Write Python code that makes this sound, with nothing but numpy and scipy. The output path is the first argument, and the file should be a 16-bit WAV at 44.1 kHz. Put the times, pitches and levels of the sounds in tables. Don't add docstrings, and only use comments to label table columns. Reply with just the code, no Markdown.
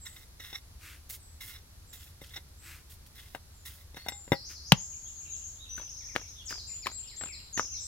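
import sys
import numpy as np
from scipy import signal
from scipy.fft import rfft, irfft, next_fast_len
from scipy.io import wavfile
from scipy.ndimage import uniform_filter1d

SR = 44100
rng = np.random.default_rng(int(sys.argv[2]) if len(sys.argv) > 2 else 0)


def put_to_file(sound):
    columns = np.atleast_2d(sound).T
    safe = np.clip(columns, -1, 1)
    whole_steps = np.round(safe * 32767)
    wavfile.write(sys.argv[1], SR, whole_steps.astype(np.int16))


N = 347047
T = np.arange(N) / SR
RING_T = T[:SR // 3]


def undb(db):
    return 10 ** (np.asarray(db) / 20)

def unit(x):
    return x / np.sqrt(np.mean(x ** 2))

def colour(x, points):
    hz, db = np.transpose(points)
    size = next_fast_len(len(x))
    f = np.maximum(np.fft.rfftfreq(size, 1 / SR), 1)
    gain = undb(np.interp(np.log(f), np.log(hz), db))
    return irfft(rfft(x, size) * gain, size)[:len(x)]

def lowpass(x, hz):
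    return signal.sosfilt(signal.butter(2, hz, fs=SR, output="sos"), x)

def highpass(x, hz):
    return signal.sosfilt(signal.butter(2, hz, "high", fs=SR, output="sos"), x)

def walk(rate, size=N):
    width = max(int(SR / rate), 1)
    drift = uniform_filter1d(rng.standard_normal(size), width, mode="wrap")
    return unit(uniform_filter1d(drift, width, mode="wrap"))

def ring(hz, t60):
    return np.sin(2 * np.pi * hz * RING_T) * np.exp(-np.log(1000) * RING_T / t60)

def grit(rate, spread):
    slips = (rng.random(N) < rate / SR) * rng.standard_normal(N)
    return unit(slips * np.exp(spread * rng.standard_normal(N)))

def add(track, s, sound):
    start = max(int(s * SR), 0)
    track[start:start + len(sound)] += sound[:max(N - start, 0)]

def scatter(x, t60, wet_db, build_s, top_hz):
    t = T[:SR]
    shape = np.exp(-np.log(1000) * t / t60) * (1 - np.exp(-t / build_s))
    tails = [lowpass(unit(rng.standard_normal(SR) * shape), top_hz) / np.sqrt(SR) for _ in range(2)]
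    return undb(wet_db) * np.array([signal.fftconvolve(x, tail)[:N] for tail in tails])


# (frequency [Hz], relative level [dB])
AIR_SPECTRUM = [(20, -12), (40, -2), (80, 1), (110, -9), (225, -22), (565, -28.5), (1300, -30.5),
                (2840, -36), (4200, -31), (6000, -32.5), (8500, -36.5), (11500, -31.5), (13000, -38),
                (15500, -42)]
# (frequency [Hz], side minus mid [dB])
AIR_WIDTH = [(30, -20.5), (80, -18), (250, -5), (1000, -2), (4000, 2.5), (12000, 2.5)]

def air(mid_db=-53.5, drone_hz=73, drone_db=-60):
    mid, side = (unit(colour(rng.standard_normal(N), AIR_SPECTRUM)) for _ in range(2))
    side = colour(side, AIR_WIDTH)
    swell = undb(drone_db + 1.1 * walk(rate=4.8))
    hz = drone_hz + 3 * walk(rate=7.17)
    drone = swell * np.sin(2 * np.pi * np.cumsum(hz) / SR)
    return undb(mid_db) * np.array([mid + side, mid - side]) + drone


SYLLABLE_SHAPES = { "slide": [(0, 8000, -10), (.03, 7450, 0), (.07, 7150, -1), (.15, 7000, -10)],
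                   "dip": [(0, 5450, -4), (.012, 4750, 0), (.023, 4100, -1), (.036, 3700, -8)],
                   "rise": [(0, 4400, -4), (.015, 4800, 0), (.03, 5700, 0), (.047, 6550, -2)],
                   "scoop": [(0, 7080, -5), (.012, 6900, -1), (.03, 6400, -1), (.045, 7000, 0),
                   (.059, 7800, -5), (.066, 6300, -12), (.078, 5100, -13)], "whistle": [(0, 5850, -4),
                   (.04, 6000, 0), (.08, 6150, 0), (.125, 6000, -7)], "flick": [(0, 5100, -4),
                   (.008, 5900, 0), (.019, 6850, -4), (.027, 5900, -7), (.036, 4700, -12)],
                   "plunge": [(0, 8100, -6), (.012, 6800, 2), (.03, 5300, 2), (.042, 4800, 4),
                   (.06, 4750, -3)], "hook": [(0, 5800, -12), (.012, 7550, -1), (.04, 7200, 1),
                   (.11, 7000, -4)], "arch": [(0, 5600, -10), (.012, 7400, -2), (.045, 7850, 0),
                   (.08, 7650, 0), (.11, 7150, -3)], "fall": [(0, 7700, -9), (.012, 6700, 0),
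                   (.05, 6000, 0), (.08, 5000, -5)], "droop": [(0, 6570, -5), (.03, 6250, 0),
                   (.05, 5750, 0), (.072, 4950, -4)], "peep": [(0, 3700, -8), (.025, 3900, 0),
                   (.07, 3870, -3)]}

def whistles(calls, waver, flutter_db=2.0):
    out = np.zeros(N)
    for s, name, db, pitch in calls:
        at, hz, shape_db = np.transpose(SYLLABLE_SHAPES[name])
        t = T[:int(at[-1] * SR)]
        glide = uniform_filter1d(np.interp(t, at, hz), size=260) * pitch
        glide *= 1 + waver * walk(rate=240, size=len(t))
        swell = undb(db + np.interp(t, at, shape_db) + flutter_db * walk(rate=13, size=len(t)))
        swell *= signal.windows.tukey(len(t), .15)
        add(out, s, swell * np.sin(2 * np.pi * np.cumsum(glide) / SR))
    return out


# (start [s], end [s], rate [1/s], relative level [dB], lowest pitch [factor], highest pitch [factor])
TWITTER_SPELLS = [(.3, 4.0, 3, -88, 1, 1.6), (4.899, 7.8, 20, -65.5, .45, .85)]

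def twitter():
    calls = []
    for start, end, rate, db, low, high in TWITTER_SPELLS:
        for s, (late, kind, loud, pitch) in zip(np.arange(start, end, 1 / rate), rng.random((64, 4))):
            name = "flick" if kind < .5 else "dip"
            calls.append((s + late / rate, name, db + 8 * (loud - .5), low + (high - low) * pitch))
    return calls


# (time [s], syllable, relative level [dB], pitch [factor])
DISTANT_CALLS = [(0, "scoop", -51, 1.12), (1.17, "slide", -63.5, 1.1), (1.86, "slide", -63.5, 1),
                 (2.56, "arch", -65.5, 1.03), (3.5, "slide", -70.5, 1), (3.96, "peep", -60.5, 1.13),
                 (5.26, "peep", -63, 1.0), (5.575, "peep", -51.5, 0.97), (6.35, "droop", -58.5, .57),
                 (7.04, "rise", -63, .54), (7.25, "droop", -58, .41), (7.715, "droop", -55.5, .68),
                 (7.79, "scoop", -49, 1.11)]

def far_birds():
    calls = whistles(DISTANT_CALLS + twitter(), waver=.02)
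    return undb(-8) * calls + scatter(calls, t60=0.44, wet_db=9.5, build_s=0.0015, top_hz=14000)


# (frequency [Hz], left lead [rad])
PORT_PHASE = [(0, 0), (300, .3), (1000, .75), (2500, 1.5), (4500, 1.8), (8000, 1.2), (16000, 1.2)]

def off_axis(x, left_db):
    hz, lead = np.transpose(PORT_PHASE)
    size = next_fast_len(N)
    lag = np.interp(np.fft.rfftfreq(size, 1 / SR), hz, lead)
    right = irfft(rfft(x, size) * np.exp(-1j * lag), size)[:N]
    return np.array([x * undb(left_db / 2), right * undb(-left_db / 2)])

def wipes(starts, lengths, levels_db, peak_share=.35):
    gain = np.zeros(N)
    for s, length, db in zip(starts, lengths, levels_db):
        along = np.interp(T[:int(length * SR)] / length, [0, peak_share, 1], [0, .5, 1])
        add(gain, s, undb(db) * np.sin(np.pi * along) ** 2)
    return gain

def strokes(starts, lengths, levels_db, openings_db, fade_db_per_s):
    attack_s, opening_s, release_s = 0.0096, 0.043, 0.013
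    gain, t = np.zeros(N), T[:SR // 2]
    attack = np.minimum(t / attack_s, 1)
    for s, length, db, opening_db in zip(starts, lengths, levels_db, openings_db):
        level = undb(db + opening_db * np.exp(-(t / opening_s) ** 4) - fade_db_per_s * t)
        release = np.exp(-np.maximum(t - length, 0) / release_s)
        add(gain, s, level * attack * release)
    return gain


# (frequency [Hz], struck gain [dB], t60 [s], rubbed gain [dB])
PIN_MODES = [(812, -16.5, .12, -30), (1490, -15.5, .05, -14), (1945, -14, .13, -2), (2090, -5, .075, 11),
             (2800, -17, .03, 7), (3530, -5, .085, 7), (3760, -1, .06, 10), (5300, -8, .07, 4),
             (5720, -3.5, .07, 4.5), (7350, -17, .05, -4)]
# (frequency [Hz], relative level [dB])
FLOUR_SPECTRUM = [(1000, -22), (3000, -8), (6000, -4), (8500, -4), (11500, 0), (13000, -1), (15800, 0)]
# (frequency [Hz], relative level [dB])
SCUFF_SPECTRUM = [(150, -51), (800, -42.5), (1400, 9.5), (2000, -2), (3000, 14), (15000, 2)]
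# (time [s], length [s], ring gain [dB], hiss gain [dB], opening gain [dB])
PIN_STROKES = [(0.048, .19, -57, -56.5, 7), (0.395, 0.18, -50.5, -54, 2), (0.52, 0.041, -50.5, -62, 0),
               (1.091, 0.019, -55, -39.5, 0.5), (1.121, 0.037, -59, -42, -0.5),
               (1.403, 0.18, -53, -51, 6.5), (1.925, 0.18, -57.5, -54.5, 12), (2.209, 0.15, -71.5, -70, 18),
               (2.303, 0.074, -47, -52, -7), (2.892, .052, -66, -51, -3.5), (3.06, 0.0077, -74, -52, 3),
               (3.147, 0.21, -61, -55.5, 2.5), (3.65, 0.17, -60.5, -56, 11),
               (3.956, 0.099, -57.5, -67.5, 9)]

def rolling_pin(ring_boost_db=3.0, scuff_db=-58, held_t60_share=.3, grip_detune=.012):
    starts, lengths, rings_db, hisses_db, openings_db = zip(*PIN_STROKES)
    spurts = undb(4 * walk(rate=90))
    slips = grit(rate=3000, spread=0.15) * spurts
    wood = np.zeros(N)
    for start, end in zip(starts, starts[1:] + (starts[-1] + .5,)):
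        body = np.zeros(len(RING_T))
        for hz, _, t60, db in PIN_MODES:
            gain = undb(db + rng.standard_normal())
            body += gain * ring(hz * (1 + grip_detune * rng.standard_normal()), t60 * held_t60_share)
        drive = slips[int(start * SR):int(end * SR)]
        add(wood, start, unit(signal.fftconvolve(drive, body)[:len(drive)]))
    pin = undb(ring_boost_db) * highpass(wood, hz=1400)
    pin *= strokes(starts, lengths, rings_db, openings_db, fade_db_per_s=24)
    flour = unit(colour(grit(rate=11000, spread=0.12), FLOUR_SPECTRUM)) * undb(2.3 * walk(rate=19))
    flour *= strokes(starts, lengths, hisses_db, openings_db, fade_db_per_s=18)
    scuff = unit(colour(slips, SCUFF_SPECTRUM)) * wipes(starts, lengths, [scuff_db] * len(starts))
    return off_axis(pin, left_db=-3.5) + flour + scuff


# (frequency [Hz], relative level [dB], t60 [s])
BOARD_MODES = [(115, -38, .09), (157, -8.5, 0.08), (186, -11.5, 0.059), (285, -7.5, 0.035),
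               (348, -10, 0.039), (460, -0.5, 0.02), (547, -10, 0.096), (750, -10, 0.027),
               (944, -15.5, 0.051), (1410, -21.5, 0.024), (1570, -6.5, 0.017), (2810, -8, 0.021)]

def board(thud_db):
    return sum(undb(db + thud_db * (hz < 650)) * ring(hz, t60) for hz, db, t60 in BOARD_MODES)


# (time [s], relative level [dB], contact cut-off [Hz], thud gain [dB], pin gain [dB], pin t60 [factor])
PIN_KNOCKS = [(0.4, -49, 4960, -0.5, -12, 0.84), (.529, -38, 6000, -9, 0.5, 1.2),
              (1.101, -44.5, 6000, -6.5, -18, .25), (2.217, -42.5, 2500, 3, -8, 0.31),
              (2.362, -43, 6040, -4.5, 10.5, 0.59), (2.376, -36, 4000, -14, -11, 1.2),
              (3.3487, -20.5, 2300, -46, -11.5, 0.62), (3.945, -49, 11000, 5, 4.5, 0.4),
              (3.97, -31, 2520, -11.5, -21, .7), (4.063, -24, 1100, -41, -5, 3.2),
              (4.0848, -23, 16200, -41, -0.5, 0.66), (4.121, -34.5, 6830, -8, -8.5, 2.5),
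              (4.278, -40.5, 2500, 0, -5, .5), (4.3195, -12.5, 1770, 2, 3, 0.87),
              (4.3226, -31, 2040, -18, 15.5, 0.27), (4.331, -15.5, 2500, -22, -13, 0.2)]

def knocks(wood_db=-3, crack_db=-11, crack_s=0.0105, tick_db=-25):
    out = np.zeros(N)
    for s, db, contact_hz, thud_db, pin_db, t60_factor in PIN_KNOCKS:
        pin = sum((-1) ** k * undb(mode_db + pin_db + rng.standard_normal()) * ring(hz, t60 * t60_factor)
                  for k, (hz, mode_db, t60, _) in enumerate(PIN_MODES))
        crack = rng.standard_normal(len(RING_T)) * np.exp(-RING_T / crack_s)
        blow = lowpass(undb(wood_db) * (pin + board(thud_db)) + undb(crack_db) * crack, contact_hz)
        tick = undb(tick_db) * highpass(crack, hz=6720)
        add(out, s, undb(db) * (blow + tick))
    return highpass(out, hz=85.2)


# (frequency [Hz], relative level [dB])
SKIN_SPECTRUM = [(180, -57), (300, -9), (365, -11), (416, -74), (507, -63), (680, -49), (738, -25.5),
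                 (1350, -5.5), (2650, -4.5), (3120, -10), (15000, -16)]
# (time [s], length [s], skin gain [dB], hiss gain [dB])
PALM_WIPES = [(.775, 0.26, -67, -66), (2.59, .27, -67.5, -54), (4.48, 0.091, -69, -56),
              (5.756, 0.06, -70.5, -54), (6.484, 0.061, -64.5, -52)]

def rubbing(skin_gain_db=17.0, hiss_gain_db=-5):
    starts, lengths, skins_db, hisses_db = zip(*PALM_WIPES)
    skin = unit(colour(grit(rate=16000, spread=0.36), SKIN_SPECTRUM))
    flour = unit(colour(grit(rate=4400, spread=0.23), FLOUR_SPECTRUM))
    return (undb(skin_gain_db) * skin * wipes(starts, lengths, skins_db)
            + undb(hiss_gain_db) * flour * wipes(starts, lengths, hisses_db))


# (time [s], syllable, repeats, period [s], relative level [dB], pitch [factor], echo send [dB])
NEAR_SONG = [(4.09, "slide", 1, 0, -46.5, 1.01, -5.5), (4.335, "dip", 2, .21, -46, 1.07, -2),
             (4.426, "rise", 2, .212, -46, 1.05, 2), (4.765, "scoop", 6, .132, -42, 0.98, -3),
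             (5.688, "whistle", 1, 0, -38.5, 1.007, -6.5), (5.811, "flick", 7, .0776, -44, 0.99, -2),
             (6.453, "plunge", 1, 0, -45, 1.01, -1.5), (6.572, "dip", 4, .25, -45.5, 1.02, -4),
             (6.662, "hook", 1, 0, -40.5, 0.99, -4.5), (6.91, "arch", 2, .25, -40.5, 0.98, -10),
             (7.524, "fall", 1, 0, -41.5, 1, 1), (7.701, "droop", 1, 0, -39, 0.99, -1)]

def near_bird(detune=.004, left_db=6, right_lag_s=23e-6):
    voice, outward = np.zeros(N), np.zeros(N)
    for s, name, repeats, period, db, pitch, echo_db in NEAR_SONG:
        calls = [(s + k * period, name, db, pitch * (1 + detune * rng.standard_normal()))
                 for k in range(repeats)]
        phrase = whistles(calls, waver=0.0063)
        voice += phrase
        outward += undb(echo_db) * phrase
    delayed = np.interp(T - right_lag_s, T, voice)
    direct = np.array([voice * undb(left_db / 2), delayed * undb(-left_db / 2)])
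    hillside = scatter(outward, t60=0.72, wet_db=8.5, build_s=0.0067, top_hz=14100)
    return direct + hillside * undb([[1.5], [-1.5]])


# (frequency [Hz], relative level [dB])
SPLASH_SPECTRUM = [(150, -6), (400, -4.5), (1300, -7), (2800, -8.5), (4500, -11), (8000, -22.5),
                   (15000, -27)]

def slap(pop_db, pop_hz, pop_s, splash_db, splash_s, flesh_db, rise_s):
    splash = unit(colour(rng.standard_normal(len(RING_T)), SPLASH_SPECTRUM)) * np.exp(-RING_T / splash_s)
    pop = ring(pop_hz, t60=pop_s * np.log(1000))
    contact = 1 - np.exp(-RING_T / rise_s)
    flesh = ring(hz=240, t60=.012)
    return (undb(pop_db) * pop + undb(splash_db) * splash) * contact + undb(flesh_db) * flesh

def palm_slap(lands_s=4.7203, sink_s=0.0019, thump_hz=162, thump_s=0.014):
    out = np.zeros(N)
    add(out, lands_s - .002, slap(pop_db=-27.5, pop_hz=1580, pop_s=0.001, splash_db=-27,
                                  splash_s=.002, flesh_db=-40.5, rise_s=0.0017))
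    add(out, lands_s, slap(pop_db=3.5, pop_hz=2990, pop_s=.001, splash_db=-3,
                           splash_s=0.0024, flesh_db=-21.5, rise_s=0.000067))
    thump = undb(-11.5) * np.sin(2 * np.pi * thump_hz * RING_T) * np.exp(-(RING_T / thump_s) ** 4)
    thud = undb(-25) * lowpass(board(thud_db=0), hz=400)
    squash = slap(pop_db=-26, pop_hz=3520, pop_s=0.0057, splash_db=-35.5,
                  splash_s=.012, flesh_db=-41, rise_s=0.0014)
    add(out, lands_s + sink_s, thump + thud + squash)
    return highpass(out, hz=70.6)


# (time [s], pop gain [dB], pop pitch [Hz], pop decay [s],
# splash gain [dB], edge lead [s], edge gain [dB])
SHEET_CATCHES = [(5.779, -31.5, 1484, 0.0043, -40, 0.014, -62),
                 (6.1622, -4.5, 1880, 0.0003, -30, 0.0094, -31.5),
                 (6.526, -24.5, 1490, 0.0013, -41, .02, -33.5),
                 (6.868, -19, 1080, 0.0033, -24.5, .009, -30),
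                 (7.236, -27, 1480, 0.0019, -35.5, .026, -33.5),
                 (7.5957, -8.5, 1220, 0.00074, -30, .02, -24)]

def tossing(flaps=3, flap_gap_s=0.016, first_flap_db=-36.5, flap_fall_db=2):
    out = np.zeros(N)
    for s, pop_db, pop_hz, pop_s, splash_db, lead_s, edge_db in SHEET_CATCHES:
        edge = slap(edge_db, pop_hz=1812, pop_s=0.0031, splash_db=edge_db - 7,
                    splash_s=0.012, flesh_db=edge_db - 3.5, rise_s=0.0005)
        middle = slap(pop_db, pop_hz, pop_s, splash_db, splash_s=0.0047, flesh_db=-41, rise_s=.17 * pop_s)
        add(out, s - lead_s, edge)
        add(out, s, middle)
        for k, (late, detune) in enumerate(rng.uniform(-.3, .3, (flaps, 2))):
            db = first_flap_db - flap_fall_db * k
            rim = slap(db - 3.5, pop_hz=1150 * (1 + detune), pop_s=0.0017, splash_db=db - 1,
                       splash_s=0.0038, flesh_db=db - 18, rise_s=0.0021)
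            add(out, s + flap_gap_s * (k + 1 + late), rim)
    return highpass(out, hz=70.6)


def scene():
    blows = off_axis(knocks() + palm_slap() + tossing(), left_db=3.3)
    work = rolling_pin() + rubbing() + blows
    near_echo = scatter(work.mean(axis=0), t60=0.091, wet_db=-14.0, build_s=0.0026, top_hz=8100)
    far_echo = scatter(work.mean(axis=0), t60=0.32, wet_db=-30.5, build_s=0.033, top_hz=5020)
    return work + near_echo + far_echo + near_bird() + far_birds() + air()


# (frequency [Hz], left minus right [dB])
PORT_BALANCE = [(100, 0.5), (700, 3), (1300, 3.5), (2400, 4.5), (4400, -2.5), (8000, 1.5), (15000, -5.5)]

def record(dry, top_hz=15900):
    heard = np.array([colour(x, [(hz, side * db / 2) for hz, db in PORT_BALANCE])
                      for x, side in zip(dry, (1, -1))])
    top_cut = signal.ellip(10, .2, 80, top_hz, fs=SR, output="sos")
    return signal.sosfilt(top_cut, np.clip(heard, -1, 1))


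dry = scene()
out = record(dry)
put_to_file(out)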